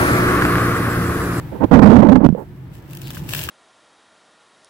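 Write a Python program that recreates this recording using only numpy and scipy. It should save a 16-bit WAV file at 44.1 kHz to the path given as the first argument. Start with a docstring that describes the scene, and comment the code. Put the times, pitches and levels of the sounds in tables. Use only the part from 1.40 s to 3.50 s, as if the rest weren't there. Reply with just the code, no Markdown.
"""A finger rubs and judders over a hand-held camera's case, overloading the right microphone.
Then, close by, hands squeeze a lump of dry cement until it breaks: tiny fractures crackle as grit,
the tightening grip squeaks faintly, the crust snaps and loose pieces knock as the lump crumbles.
A low room rumble and a faint hiss lie underneath."""
import sys
import numpy as np
from scipy import signal
from scipy.fft import rfft, irfft, next_fast_len
from scipy.io import wavfile
from scipy.ndimage import map_coordinates

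SR = 44100
rng = np.random.default_rng(int(sys.argv[2]) if len(sys.argv) > 2 else 0)


def transcribe(u):
    """Save the signal u as a 16-bit wav file named by the first command-line argument.

    u: samples, shape (n,) or (channels, n), limited to [-1, 1]; the rate is SR.
    q: integer samples, one column per channel.
    """
    v = np.clip(np.atleast_2d(u).T, -1, 1)
    q = np.round(v * 32767).astype(np.int16)
    wavfile.write(sys.argv[1], SR, q)


N = 92610

# Hollow ring of the lump in the hands. Each row: centre in Hz, width in Hz, gain in dB.
LUMP_MODES = [(1640, 84, 0.5), (2840, 500, 0.5), (7100, 330, -6.5)]
# Stereo image of the cement. Each row: frequency in Hz, left-right correlation.
CEMENT_CORRELATION = [(400, .6), (1500, .2), (2800, -.4), (5000, 0), (14000, .05)]


def amp(db):
    return 10 ** (np.asarray(db) / 20)


def unit_rms(x):
    return x / np.sqrt(np.mean(x ** 2) + 1e-20)


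def log_interp(points, hz):
    """Interpolate (Hz, value) points on a log frequency axis."""
    knots_hz, values = np.transpose(points)
    return np.interp(np.log(hz + 1), np.log(knots_hz + 1), values)


def time_s():
    return np.arange(N) / SR


def envelope(points):
    """Gain per sample from (s, dB) points."""
    return amp(np.interp(time_s(), *np.transpose(points)))


def wobble(knots_per_s):
    """Smooth random curve."""
    return map_coordinates(rng.standard_normal(4000), [time_s() * knots_per_s], mode="wrap")


def filtered(x, response):
    """Apply a complex response, given as a function of Hz."""
    size = x.shape[-1]
    padded = next_fast_len(size + 8192)
    return irfft(rfft(x, padded) * response(np.fft.rfftfreq(padded, 1 / SR)), padded)[..., :size]


def coloured(x, spectrum):
    return filtered(x, lambda hz: amp(log_interp(spectrum, hz)))


def resonances(modes, hz):
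    """Causal response of (Hz, width Hz, dB) modes of alternating sign."""
    return sum((-1) ** k * amp(db) * 1j * hz * width / (centre ** 2 - hz ** 2 + 1j * hz * width)
               for k, (centre, width, db) in enumerate(modes))


def stereo(pair, correlation):
    """Mix two independent signals to a left-right correlation, rms 1."""
    def weights(hz):
        angle = np.arccos(np.clip(log_interp(correlation, hz), -1, 1)) / 2
        return np.array([np.cos(angle), np.sin(angle)])
    mid, side = filtered(pair, weights)
    return unit_rms(np.array([mid + side, mid - side]))


def pan(left_over_right_db):
    return amp(np.array([[left_over_right_db], [-left_over_right_db]]) / 2)


def add(out, start_s, x):
    part = out[..., round(start_s * SR):][..., :x.shape[-1]]
    part += x[..., :part.shape[-1]]


def room(crossover_hz=417):
    """Low, nearly mono rumble under a faint wash of air and treble hiss."""
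    # Each row: frequency in Hz, level in dB.
    room_spectrum = [(15, -50.5), (25, -24), (64, -7.5), (97, -5.5), (133, 2.5), (226, -16.5), (248, -15.5),
                     (298, -14), (366, -15.5), (392, -25), (711, -32), (915, -29.5), (1100, -35.5),
                     (1740, -35.5), (6000, -55.5), (7800, -81.5), (13200, -120)]
    hiss_spectrum = [(2000, -20.5), (4000, -17.5), (7500, -5.5), (9500, -7), (12000, -2), (15500, 0)]
    # Each row: frequency in Hz, left-right correlation.
    correlation = [(50, 0.86), (200, 0.98), (1000, 0.23), (3000, 0.13), (12000, .1)]
    # Each row: time in seconds, level in dB.
    rumble_levels = [(0, -31), (.2, -32), (.4, -31.5), (1.0, -39.5), (1.1, -35.5), (1.45, -38),
                     (1.65, -33.5), (1.82, -29.5), (2.1, -33.5)]
    air_levels = [(0, -43.5), (.3, -47), (.5, -48.5), (.95, -54), (1.2, -53), (1.6, -48.5), (2.1, -43)]
    hiss_levels = [(0, -51.5), (.38, -56.5), (.58, -61), (.9, -68.5), (.96, -64), (1.0, -53.5),
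                   (1.06, -62.5), (1.3, -64), (2.1, -56.5)]
    noise = stereo(coloured(rng.standard_normal((2, N)), room_spectrum), correlation)
    lows = filtered(noise, lambda hz: 1 / (1 + (hz / crossover_hz) ** 6))
    rumble = unit_rms(lows) * envelope(rumble_levels)
    air = unit_rms(noise - lows) * envelope(air_levels)
    hiss = unit_rms(coloured(rng.standard_normal((2, N)), hiss_spectrum)) * envelope(hiss_levels)
    return rumble + air + hiss


def finger_rub(flutter_db=2.5):
    """Skin rubs lightly on the case: dull, fluttering noise."""
    # Each row: time in seconds, level in dB.
    levels = [(.11, -64), (.122, -25.5), (.155, -27.5), (.17, -30), (.198, -36.5), (.208, -18), (.224, -9),
              (.245, -11), (.256, -23.5), (.265, -33.5), (.309, -34.5), (.318, -4.5), (.5, -22),
              (.66, -7.5), (.76, -24.5), (.79, -23), (.84, -15), (.875, -46), (.94, -43.5), (.975, -25),
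              (.995, -23), (1.03, -30.5), (1.06, -61)]
    # Each row: frequency in Hz, level in dB.
    spectrum = [(30, -16.5), (130, -6), (240, 2), (400, -3), (520, -1), (720, -11.5), (900, -4.5),
                (1150, -19.5), (1700, -27), (2800, -45), (6000, -69), (16000, -96)]
    friction = rng.standard_normal(N) * amp(flutter_db * wobble(150))
    return unit_rms(coloured(friction, spectrum)) * envelope(levels)


def finger_drags(attack_s=0.0019, release_s=0.0067):
    """Stick-slip: uneven trains of slips shake the case's modes, and the pressure flexes it."""
    # Each row: start in seconds, length in seconds, level in dB, slips per second, roughness 0-1.
    drags = [(0.232, 0.015, -4.5, 320, .05), (0.3114, 0.049, 4, 250, 0.63), (0.363, 0.016, -1, 250, 0.8),
             (0.389, 0.0028, 8, 191, 0.31), (0.415, .030, 6, 228, .3), (0.452, .057, 5, 212, 0.3),
             (0.511, 0.019, -0.5, 345, 0.4), (0.533, 0.021, -1, 210, 0.5), (0.554, 0.0146, 6, 245, .15),
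             (0.576, 0.031, 1, 215, .15), (0.618, 0.013, -2.5, 330, .7), (0.64, 0.0057, -1, 250, 0),
             (0.685, 0.015, 3, 195, 0.3), (0.705, .027, 2, 245, .2), (0.753, 0.0088, 3.5, 248, 0.54),
             (0.832, 0.016, 0, 293, 0.19), (0.844, 0.018, 4.5, 168, .05)]
    # Each row: centre in Hz, width in Hz, gain in dB.
    case_modes = [(132, 82, -12), (232.6, 101.5, 1), (317.7, 111.4, -4.5), (463, 154, -10.5),
                  (627, 280, -23), (855, 120, -15), (1330, 1200, -39)]
    rate_wander, slip_spread_db, noise_gain = 0.13, 3.16, 1.96
    flex_hz, flex_db = 90.6, -8.5
    t, out = np.arange(SR // 8) / SR, np.zeros(N)
    for start_s, length_s, db, slips_per_s, roughness in drags:
        cycles = np.cumsum(slips_per_s * np.exp(rate_wander * wobble(110)[:t.size])) / SR
        slips = np.diff(np.floor(cycles), prepend=-1) * amp(slip_spread_db * wobble(200)[:t.size])
        force = unit_rms(slips) + noise_gain * roughness * rng.standard_normal(t.size)
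        skin_hz = 1460 * (0.24 + roughness)  # soft skin excites little above this
        shake = filtered(force, lambda hz: resonances(case_modes, hz) / (1 + 1j * hz / skin_hz) ** 3)
        pressure = rng.standard_normal(t.size)
        flex = unit_rms(filtered(pressure, lambda hz: resonances([(flex_hz, 100, 0)], hz) ** 2))
        shape = np.clip(t / attack_s, 0, 1) * np.exp(-np.maximum(t - length_s, 0) / release_s)
        shake /= np.sqrt(np.average(shake ** 2, weights=shape ** 2))
        add(out, start_s, amp(db) * shape * (shake + amp(flex_db) * flex))
    return out


def finger_bumps(attack_s=0.00044):
    """Each soft fingertip bump leaves one short, low ring in the case."""
    # Each row: start in seconds, level in dB, ring in Hz, T60 in seconds.
    bumps = [(0.665, -8.5, 240, .03), (.669, 2.5, 230, 0.044), (0.7421, 3, 239, 0.018),
             (0.747, 6, 242, 0.023), (0.774, 1, 223, 0.032), (0.7811, 2.5, 216.6, 0.06),
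             (0.8061, -1, 473, 0.009), (0.814, 1.5, 223, .04), (.889, 7.5, 222, 0.028),
             (0.901, 0, 162, 0.054), (0.9259, -1.5, 188.4, 0.061), (0.9492, -8, 491, 0.038)]
    t, out = np.arange(SR // 8) / SR, np.zeros(N)
    for start_s, db, hz, t60_s in bumps:
        shape = np.exp(-np.log(1000) * t / t60_s) * (1 - np.exp(-t / attack_s))
        add(out, start_s, amp(db) * shape * np.sin(2 * np.pi * hz * t))
    return out


def finger(left_lead_s=0.00016):
    """Handling noise at the right microphone; a little reaches the left through the case, just ahead."""
    # Leak to the left. Each row: frequency in Hz, gain in dB.
    leak = [(40, -18), (220, -24), (480, -19), (750, -34), (1500, -21.5), (8000, -24)]
    right = finger_rub() + finger_drags() + finger_bumps()
    left = filtered(right, lambda hz: amp(log_interp(leak, hz)) * np.exp(2j * np.pi * hz * left_lead_s))
    return np.array([left, right])


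def squeaks(jitter_rad=2.0):
    """The tightening grip squeaks: thin, gliding tones with a rough phase."""
    # Each row: start in seconds, length in seconds, start pitch in Hz, end pitch in Hz, level in dB.
    glides = [(1.631, 0.017, 4300, 4450, -46), (1.641, 0.042, 4400, 3580, -44),
              (1.673, 0.042, 4400, 3830, -44)]
    t, out = time_s(), np.zeros(N)
    for start_s, length_s, start_hz, end_hz, db in glides:
        progress = np.clip((t - start_s) / length_s, 0, 1)
        phase = 2 * np.pi * np.cumsum(start_hz + (end_hz - start_hz) * progress) / SR
        out += amp(db) * np.sin(np.pi * progress) * np.sin(phase + jitter_rad * wobble(900))
    return out


def cement(pair, ring_db=0):
    """Give a noise pair the colour of breaking cement and the lump's hollow ring."""
    # Each row: frequency in Hz, level in dB.
    grit_spectrum = [(240, -33.5), (400, 6.5), (553, -31.5), (598, 6.5), (697, -12), (814, -11),
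                     (1040, -2.5), (1290, -7), (1710, 0.5), (2050, -4.5), (2750, 3), (4110, -2.5),
                     (5870, -3), (6850, -6.5), (7630, -2), (9920, -9.5), (10900, -2.5), (13500, -2),
                     (16000, -0.5)]

    def response(hz):
        ring = amp(ring_db) * abs(resonances(LUMP_MODES, hz)) ** 2
        return amp(log_interp(grit_spectrum, hz)) * (1 + ring)
    return stereo(filtered(pair, response), CEMENT_CORRELATION)


def grinding(grains_per_s=900, grain_s=0.0007, spread_db=-1.5, powder_db=-9):
    """Countless tiny fractures over a hiss of running powder."""
    # How hard the cement is ground. Each row: time in seconds, level in dB.
    levels = [(1.31, -65.5), (1.35, -47.5), (1.41, -60), (1.47, -58.5), (1.51, -47.5), (1.6, -46.5),
              (1.69, -43), (1.78, -37.5), (1.81, -46), (1.865, -46.5), (1.895, -35), (1.92, -32.5),
              (1.935, -32.5), (1.975, -26), (2.03, -33.5), (2.06, -32.5), (2.1, -46)]
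    onsets = rng.random(N) < grains_per_s / SR
    sizes = onsets * amp(spread_db * np.minimum(rng.exponential(size=N), 4))
    energy = signal.lfilter([1], [1, -np.exp(-2 / (grain_s * SR))], sizes ** 2)
    crackle = rng.standard_normal((2, N)) * (unit_rms(np.sqrt(energy)) + amp(powder_db))
    return cement(crackle, ring_db=-14.5) * envelope(levels)


def short_noise():
    return rng.standard_normal((2, 4096))


def ringing(modes):
    """Stereo noise through the modes of a cement piece."""
    return stereo(filtered(short_noise(), lambda hz: abs(resonances(modes, hz)) ** 2), CEMENT_CORRELATION)


def burst(noise, decay_s, attack_s=0.0004, tail_db=-22, tail_s=0.0051):
    """Shape noise into a sudden crack; the faint tail is the floor's answer."""
    t = np.arange(noise.shape[-1]) / SR
    shape = (np.exp(-t / decay_s) + amp(tail_db) * np.exp(-t / tail_s)) * (1 - np.exp(-t / attack_s))
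    shape /= shape.max()
    power = np.average(np.mean(noise ** 2, axis=0), weights=shape ** 2)
    return noise * shape / np.sqrt(power)


def piece_knocks():
    """Larger loose pieces knock together: a dull ring with a gritty edge."""
    # Each row: start in seconds, level in dB, decay in seconds, edge gain in dB.
    knocks = [(1.7697, -29.5, .002, -14), (2.088, -24, .006, 1.5)]
    # Each row: centre in Hz, width in Hz, gain in dB.
    piece_modes = [(1010, 260, 4.5), (1540, 340, 8.5), (2810, 720, -8)]
    out = np.zeros((2, N))
    for start_s, db, decay_s, edge_db in knocks:
        edge = burst(cement(short_noise()) + ringing(LUMP_MODES), decay_s)
        body = burst(ringing(piece_modes), decay_s)
        add(out, start_s, amp(db) * (body + amp(edge_db) * edge))
    return out


def crust_snaps(pivot_hz=3000, ring_decay_s=0.004):
    """The crust snaps sharply; deeper snaps ring the lump more."""
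    # Each row: start in seconds, level in dB, decay in seconds, tilt in dB/octave, leftward pan in dB.
    snaps = [(1.509, -39, .001, 3, 0), (1.533, -30, .0012, 3, 0), (1.550, -31, .0015, 3, 0),
             (1.571, -31, .002, 2, 0), (1.617, -29, .0016, 2, 0), (1.672, -32, .002, 0, 0),
             (1.680, -34, .0015, 0, 0), (1.7045, -27, .002, -1, 0), (1.713, -31, .001, 3, 0),
             (1.750, -31, .001, 3, 0), (1.891, -21, .002, 2, 0), (1.909, -31, .002, 0, 0),
             (1.927, -28, .003, -2, 0), (1.935, -15.5, .0017, -2, 3), (1.949, -17.5, .002, 0, 2),
             (1.9915, -21.5, .002, -2, 2), (2.0135, -24, .0015, 0, 0), (2.0195, -26, .0014, 1, 0),
             (2.031, -25, .0015, 0, 0), (2.0375, -19, .0016, 2, 0)]
    out = np.zeros((2, N))
    for start_s, db, decay_s, tilt, pan_db in snaps:
        crack = filtered(cement(short_noise()), lambda hz: amp(tilt * np.log2(hz / pivot_hz + 0.01)))
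        ring_db = -14 - 2 * tilt
        ring = amp(ring_db) * burst(ringing(LUMP_MODES), ring_decay_s)
        add(out, start_s, amp(db) * pan(pan_db) * (burst(crack, decay_s) + ring))
    return out


def scene():
    """Finger on the right, crumbling lump slightly left, room behind."""
    handling = finger()
    crumbling = grinding() + crust_snaps() + piece_knocks()
    return handling + pan(2.5) * crumbling + squeaks() + room()


def record(dry):
    """Hard overload, then a brick-wall low-pass."""
    ceiling, top_hz = 0.97, 16000
    return filtered(np.clip(dry, -ceiling, ceiling), lambda hz: hz < top_hz)


dry = scene()
out = record(dry)
transcribe(out)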